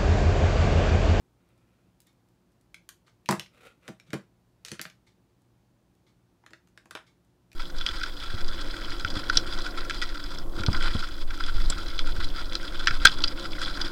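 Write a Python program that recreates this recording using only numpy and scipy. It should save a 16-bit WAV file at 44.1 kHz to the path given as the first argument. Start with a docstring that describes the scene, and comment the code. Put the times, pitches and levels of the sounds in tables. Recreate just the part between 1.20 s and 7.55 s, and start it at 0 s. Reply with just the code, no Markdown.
"""Plastic make-up cases and tools on a wooden vanity in a small room, over steady mains hum and room noise.
0.2 s: a faint rub and nail ticks in the hands; 0.86 s: a far clock starts ticking once a second.
1.5 s: light clicks; 2.1 s: the hardest knock thumps the table and chatters; to 3.7 s: slides, taps, rattles.
3.8 s: sparse nail ticks; 5.2 s: more taps and soft thumps; 6.3 s: two last clicks.
Contacts are shell modes plus noise cracks, thumps are table modes, slides are dense random catches."""
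import sys
import numpy as np
from scipy import signal
from scipy.fft import rfft, irfft
from scipy.io import wavfile

SR = 44100
rng = np.random.default_rng(int(sys.argv[2]) if len(sys.argv) > 2 else 0)


def output_pcm(signal):
    """Save a mono or channel-first signal as 16-bit PCM at the path in sys.argv[1].

    Samples are clipped to [-1, 1] before scaling.
    """
    pcm = np.clip(np.atleast_2d(signal).T, -1, 1) * 32767
    wavfile.write(sys.argv[1], SR, np.round(pcm).astype(np.int16))


N = 280035


def from_db(db):
    """Decibels to gain."""
    return 10 ** (np.asarray(db) / 20)


def rms_one(x):
    """Scale to rms 1."""
    return x / np.sqrt(np.mean(x ** 2) + 1e-20)


def burst_level(x, seconds):
    """Scale a burst to the energy of rms 1 held for the given time."""
    return x * np.sqrt(seconds * SR / (np.sum(x ** 2) + 1e-20))


def at_hz(points, hz):
    """Interpolate a (Hz, value) table on a log-frequency axis."""
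    f, value = np.transpose(points)
    return np.interp(np.log(hz), np.log(f), value)


def cut(x, hz, kind, order=2):
    """Butterworth filter."""
    edge_hz = np.clip(hz, 10, SR * .45)
    return signal.sosfilt(signal.butter(order, edge_hz, kind, fs=SR, output="sos"), x)


def add(track, s, sound):
    """Mix a sound into the track from time s on."""
    i = int(np.clip(round(s * SR), 0, N - 1))
    track[i:i + len(sound)] += sound[:N - i]


def ring(modes, t, gains=1):
    """Sum of decaying sines, one per (Hz, dB, t60 s) mode."""
    hz, db, t60 = np.transpose(modes)[:, :, None]
    decay = from_db(db - 60 * t / t60)
    return np.sum(np.reshape(gains, (-1, 1)) * decay * np.sin(2 * np.pi * hz * t), axis=0)


def alternating(count):
    """Signs +1, -1, +1, ... for neighbouring modes."""
    return (-1) ** np.arange(count)


def coloured(x, spectrum):
    """Filter by a spectrum of (Hz, dB) points."""
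    hz = np.maximum(np.fft.rfftfreq(len(x), 1 / SR), 1)
    return irfft(rfft(x) * from_db(at_hz(spectrum, hz)), len(x))


# plastic contacts: t/s, shell level/dB, shell f/Hz, crack level/dB, crack upper edge f/Hz
TAPS = [(0.8035, -87, 2500, -58, 14600), (0.818, -84, 2530, -66, 14100), (0.8698, -87, 2500, -64.5, 14000),
        (1.5439, -44, 2260, -51, 6900), (1.6902, -48.5, 1610, -43.5, 11900),
        (1.879, -61.5, 1460, -78, 9000), (2.0594, -48, 2680, -56, 11000), (2.0891, -20, 917, -27.5, 4700),
        (2.11, -29, 1140, -29.5, 11200), (2.1247, -27.5, 1155, -41.5, 7000), (2.196, -34, 2860, -41, 9600),
        (2.261, -54.5, 2240, -80, 5000), (2.6791, -42, 1650, -47, 7000), (2.687, -47.5, 1390, -55.5, 14200),
        (2.7989, -53, 2360, -59.5, 8050), (2.905, -53, 2250, -55.5, 6100), (2.932, -34, 1680, -41.5, 7700),
        (2.9401, -37.5, 1400, -45, 8500), (3.4496, -48.5, 1980, -40, 6300),
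        (3.4841, -52, 1890, -44.5, 5960), (3.5166, -41, 1900, -36.5, 5900), (3.594, -34.5, 1860, -54, 8000),
        (3.6145, -41.5, 2120, -35, 13500), (3.6526, -38.5, 1885, -66, 7700),
        (3.6993, -53, 2330, -57.5, 6100), (5.238, -58, 900, -79, 5000), (5.2631, -48.5, 1780, -58, 7100),
        (5.307, -60.5, 1390, -63.5, 6700), (5.3336, -45.5, 1900, -55.5, 4300),
        (5.4735, -68, 1320, -69, 7220), (5.5755, -48, 1670, -55.5, 6800), (5.657, -56, 1110, -64, 7400),
        (5.7095, -41.5, 1650, -47, 8540), (5.7516, -36.5, 1567, -43.5, 5500),
        (6.3171, -55.5, 2490, -64, 7000), (6.33, -56.5, 2560, -59.5, 12000)]
# modes of a hollow case: f/shell f [ratio], level/dB, t60/s
SHELL = [(.69, -2, 0.011), (0.851, 1, .01), (1, 3, .011), (1.2, -4, 0.0072), (1.479, -8, .009),
         (1.8, -8, 0.0052), (2.3, -10, 0.011)]
TAP_S = .005  # time over which tap levels are taken


def taps(crack_t60_s=0.019, crack_low_hz=2700, grit_db=-2, grit_t60_s=0.024, grit_top_ratio=1.69, snap_db=15):
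    """Each contact rings the main modes of a shell, a cloud of weaker ones, and a short bright crack."""
    out, t = np.zeros(N), np.arange(SR // 16) / SR
    for s, shell_db, shell_hz, crack_db, edge_hz in list(TAPS) + chatter() + finger_ticks():
        modes = np.array(SHELL) * [shell_hz, 1, 1]
        strengths = from_db(rng.standard_normal(len(SHELL))) * alternating(len(SHELL))
        grit = rng.standard_normal(len(t)) * from_db(-60 * t / grit_t60_s)
        grit = cut(grit, grit_top_ratio * shell_hz, "low", order=3)
        shell = burst_level(ring(modes, t, strengths), TAP_S) + from_db(grit_db) * burst_level(grit, TAP_S)
        # a small shell radiates little below its lowest mode
        shell = burst_level(cut(shell, modes[0, 0], "high", order=3), TAP_S)
        crack = rng.standard_normal(len(t)) * from_db(-60 * t / crack_t60_s)
        crack[0] = from_db(snap_db)  # first touch is one sharp snap, then the edges buzz
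        crack = cut(cut(crack, crack_low_hz, "high"), edge_hz, "low")
        crack = burst_level(crack, TAP_S)
        add(out, s, room(from_db(shell_db) * shell + from_db(crack_db) * crack))
    return out


# loose things chattering: start t/s, end t/s, initial shell level/dB, centre shell f/Hz, initial crack level/dB
RATTLES = [(2.094, 2.15, -31, 930, -49.5), (2.95, 2.974, -55, 902, -74), (3.457, 3.51, -57, 2000, -49),
           (3.525, 3.562, -52, 1920, -56), (5.756, 5.776, -42.5, 1540, -63)]


def chatter(gap_s=0.01, size_db=2.0, settle_db_per_s=110, spread_octaves=.3, edge_hz=7000):
    """Uneven small contacts of changing pitch that weaken as things settle, as rows like those of TAPS."""
    rows = []
    for start, end, shell_db, shell_hz, crack_db in RATTLES:
        for k, (late, size, pitch) in enumerate(rng.standard_normal((16, 3))):
            s = start + gap_s * (k + np.tanh(late) / 2)
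            force_db = size_db * size - settle_db_per_s * (s - start)
            hz = shell_hz * 2 ** (spread_octaves * pitch)
            if s < end:
                rows.append((s, shell_db + force_db, hz, crack_db + force_db, edge_hz))
    return rows


# fingers shifting their hold: start t/s, end t/s, rate [ticks per s]
FIDDLING = [(0.199, 0.45, 10.3), (0.9, 1.45, 6), (3.801, 6.3, 1.5)]


def finger_ticks(shell_db=-83, shell_hz=2000, crack_db=-75, edge_hz=13000, size_db=2.5):
    """Faint ticks of nails on plastic at chance moments, as rows like those of TAPS."""
    rows = []
    for start, end, per_s in FIDDLING:
        for k, (late, size) in enumerate(rng.standard_normal((16, 2))):
            s = start + (k + (1 + np.tanh(late)) / 2) / per_s
            force_db = size_db * size
            if s < end:
                rows.append((s, shell_db + force_db, shell_hz, crack_db + force_db, edge_hz))
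    return rows


# weight landing on the table: t/s, level/dB, most driven f/Hz, damping by the hand [dB per s]
THUMPS = [(2.0901, -21.3, 240, 134.5), (2.1092, -29, 414, 144), (2.1265, -28, 249, 155.5),
          (2.173, -39, 129, 304), (2.683, -42.5, 540, 250), (2.689, -37, 217, 194),
          (2.886, -48.5, 130, 298), (2.934, -27.5, 309, 1002), (2.9411, -28.5, 286, 650),
          (3.519, -37, 245, 650), (3.5936, -46, 190, 180), (3.654, -50.5, 166, 200), (5.312, -57, 332, 100),
          (5.657, -57.5, 308, 70), (5.7513, -43.5, 590, 498)]
# table-top modes: f/Hz, level/dB, t60 without the hand/s
TABLE = [(90, -13, 0.64), (120.7, -7.5, 0.14), (143.65, 0, 0.22), (182.5, 0, 0.16), (202, -1, .14),
         (238, -12.5, 0.098), (334.6, 6.5, 0.082), (346.5, 5, 0.085), (410, -5.5, 0.077), (499, -9, 0.12),
         (555, -9, 0.16), (639, -8.5, 0.26), (783, -5.5, 0.18), (890, -10, 0.05), (985, -10, .15),
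         (1182, -3, .15)]
THUMP_S = .01  # time over which thump levels are taken


def thumps(focus_db_per_octave2=8.0, dull_db=-7, dull_t60_s=.045, low_cut_hz=100):
    """A blow drives the table modes nearest its own pitch, with a short dull knock from the thing put down."""
    out, t = np.zeros(N), np.arange(SR // 2) / SR
    mode_hz = np.array(TABLE)[:, 0]
    for s, db, blow_hz, damping_db_per_s in list(THUMPS) + nudges():
        octaves_off = np.log2(mode_hz / blow_hz)
        drive = from_db(-focus_db_per_octave2 * octaves_off ** 2 + rng.standard_normal(len(TABLE)))
        board = ring(TABLE, t, drive * alternating(len(TABLE)))
        # a hand that stays on the thing shortens the ring
        board = burst_level(board * from_db(-abs(damping_db_per_s) * t), THUMP_S)
        dull_modes = [(blow_hz * .75, 0, dull_t60_s), (blow_hz * 1.35, -1, dull_t60_s)]
        knock = burst_level(ring(dull_modes, t, [1, -1]), THUMP_S)
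        add(out, s, room(from_db(db) * burst_level(board + from_db(dull_db) * knock, THUMP_S)))
    return cut(out, low_cut_hz, "high", order=3)


ON_TABLE_S = 2.08  # things are held in the hands until then
NUDGE_RE_SHELL_DB, NUDGE_HZ, NUDGE_DAMPING_DB_PER_S = -15.5, 472, 350


def nudges():
    """Light blows that TAPS pass on to the table once things rest on it, as rows like those of THUMPS."""
    return [(s, shell_db + NUDGE_RE_SHELL_DB, NUDGE_HZ, NUDGE_DAMPING_DB_PER_S)
            for s, shell_db, *_ in TAPS if s > ON_TABLE_S]


# colour of the sliding: f/Hz, level [dB per Hz, relative]
SLIDE_COLOUR = [(150, -8), (380, -1), (520, 9), (700, -4), (950, -10), (1350, 5), (1650, -6), (2500, 0),
                (3100, -7.5), (3800, -7.5), (5000, -18), (9000, -18.5), (15000, -26)]


def sliding(catches_per_s=2500, uneven_db=2.0, grips_per_s=110):
    """Friction: dense tiny catches of uneven size, under a grip that tightens and slackens."""
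    t = np.arange(N) / SR
    grip = np.interp(t * grips_per_s, np.arange(N), rng.standard_normal(N))
    catches = (rng.random(N) < catches_per_s / SR) * rng.standard_normal(N) * from_db(uneven_db * grip)
    rub = rms_one(coloured(catches, SLIDE_COLOUR))
    return room(stroke_gain(t) * rub)[:N]


# things rubbed in the hands or slid over the table: start t/s, end t/s, end level/dB, swell on the way/dB
STROKES = [(0.204, 0.69, -82.5, -4), (2.344, 2.385, -63, -1), (2.422, 2.458, -50.5, 7.5),
           (2.635, 2.674, -62, 1.5), (2.87, 2.93, -67, 4), (3.46, 3.56, -63.5, 1)]
GRAB_DB_PER_S, LET_GO_DB_PER_S = 550, 310


def stroke_gain(t):
    """Each stroke takes hold quickly, swells or fades ever faster as the thing gathers speed, and lets go."""
    gain = 0
    for start, end, db, swell_db in STROKES:
        progress = np.clip((t - start) / (end - start), 0, 1)
        fade_db = GRAB_DB_PER_S * np.maximum(start - t, 0) + LET_GO_DB_PER_S * np.maximum(t - end, 0)
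        gain = gain + from_db(db + swell_db * (progress ** 2 - 1) - fade_db)
    return gain


# clock-case modes: f/Hz, level/dB, t60/s
CLOCK = [(894, -6, .06), (1220, -2, .05), (2260, 0, .04), (2420, -3, .035), (3640, -2, .025),
         (4000, -2, .02), (4450, -1, .02)]
FIRST_TICK_S, BEAT_S = 0.864, 1
TICK_DB, TOCK_RE_TICK_DB = -73, 3.5
TICK_S = .03  # time over which tick levels are taken


def clock(swell_s=0.0086, rattle_db=0, rattle_low_hz=1300, rattle_top_hz=6000):
    """Each step of the movement gives a blurred rattle that also rings the clock's case."""
    out, t = np.zeros(N), np.arange(SR // 4) / SR
    case = ring(CLOCK, t)
    for k, s in enumerate(np.arange(FIRST_TICK_S, N / SR, BEAT_S)):
        db = TICK_DB + TOCK_RE_TICK_DB * (k % 2)
        rattle = rng.standard_normal(len(t)) * np.sqrt(t) * np.exp(-.5 * t / swell_s)
        ringing = burst_level(signal.fftconvolve(rattle, case)[:len(t)], TICK_S)
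        rattle = burst_level(cut(rattle, [rattle_low_hz, rattle_top_hz], "band"), TICK_S)
        add(out, s, room(from_db(db) * (ringing + from_db(rattle_db) * rattle)))
    return out


# reverberation: f/Hz, level against the direct sound/dB
ROOM_DB = [(150, -9), (400, -10), (1000, -5.5), (2800, -5), (7000, -4.5), (14000, -9.5)]


def room(sound, t60_s=0.2, first_echo_s=0.0023, build_s=0.0021):
    """Add dense echoes from furniture and walls, in a new random pattern for each sound passed in."""
    t = np.arange(SR // 2) / SR
    envelope = np.clip((t - first_echo_s) / build_s, 0, 1) * from_db(-60 * t / t60_s)
    echoes = rng.standard_normal(len(t)) * envelope / np.sqrt(np.sum(envelope ** 2))
    direct = t == 0
    return signal.fftconvolve(sound, direct + coloured(echoes, ROOM_DB) * (t < t60_s))


# room noise: f/Hz, level [dB per Hz, relative]
AIR = [(15, -47.5), (25, -19.5), (43, -3), (64, -4), (86, -9.5), (119, 3), (148, -10.5), (173, -1.5),
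       (209, -8), (359, -9), (389, -17), (421, -15), (945, -20.5), (2000, -29), (4500, -32.5),
       (14300, -40.5), (15500, -39.5)]
# mains hum: f/Hz, rms level/dB
HUM = [(59.6, -80.5), (119.5, -78), (179, -78.5), (359.5, -81)]


def background(air_rms_db=-67, low_cut_hz=40):
    """Steady coloured noise of the room, with mains hum as sines of random phase."""
    t = np.arange(N) / SR
    hum = sum(from_db(db) * np.sqrt(2) * np.sin(2 * np.pi * (hz * t + rng.random())) for hz, db in HUM)
    air = coloured(cut(rng.standard_normal(N), low_cut_hz, "high"), AIR)
    return hum + from_db(air_rms_db) * rms_one(air)


def scene():
    """Sum of all layers, heard by one microphone."""
    return (taps() + thumps() + sliding() + clock() + background())[None, :]


CUTOFF_HZ = 15600


def record(dry):
    """Cut the top steeply: elliptic low-pass, 0.1 dB ripple, 70 dB stopband."""
    return signal.sosfilt(signal.ellip(10, .1, 70, CUTOFF_HZ, fs=SR, output="sos"), dry)


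dry = scene()
out = record(dry)
output_pcm(out)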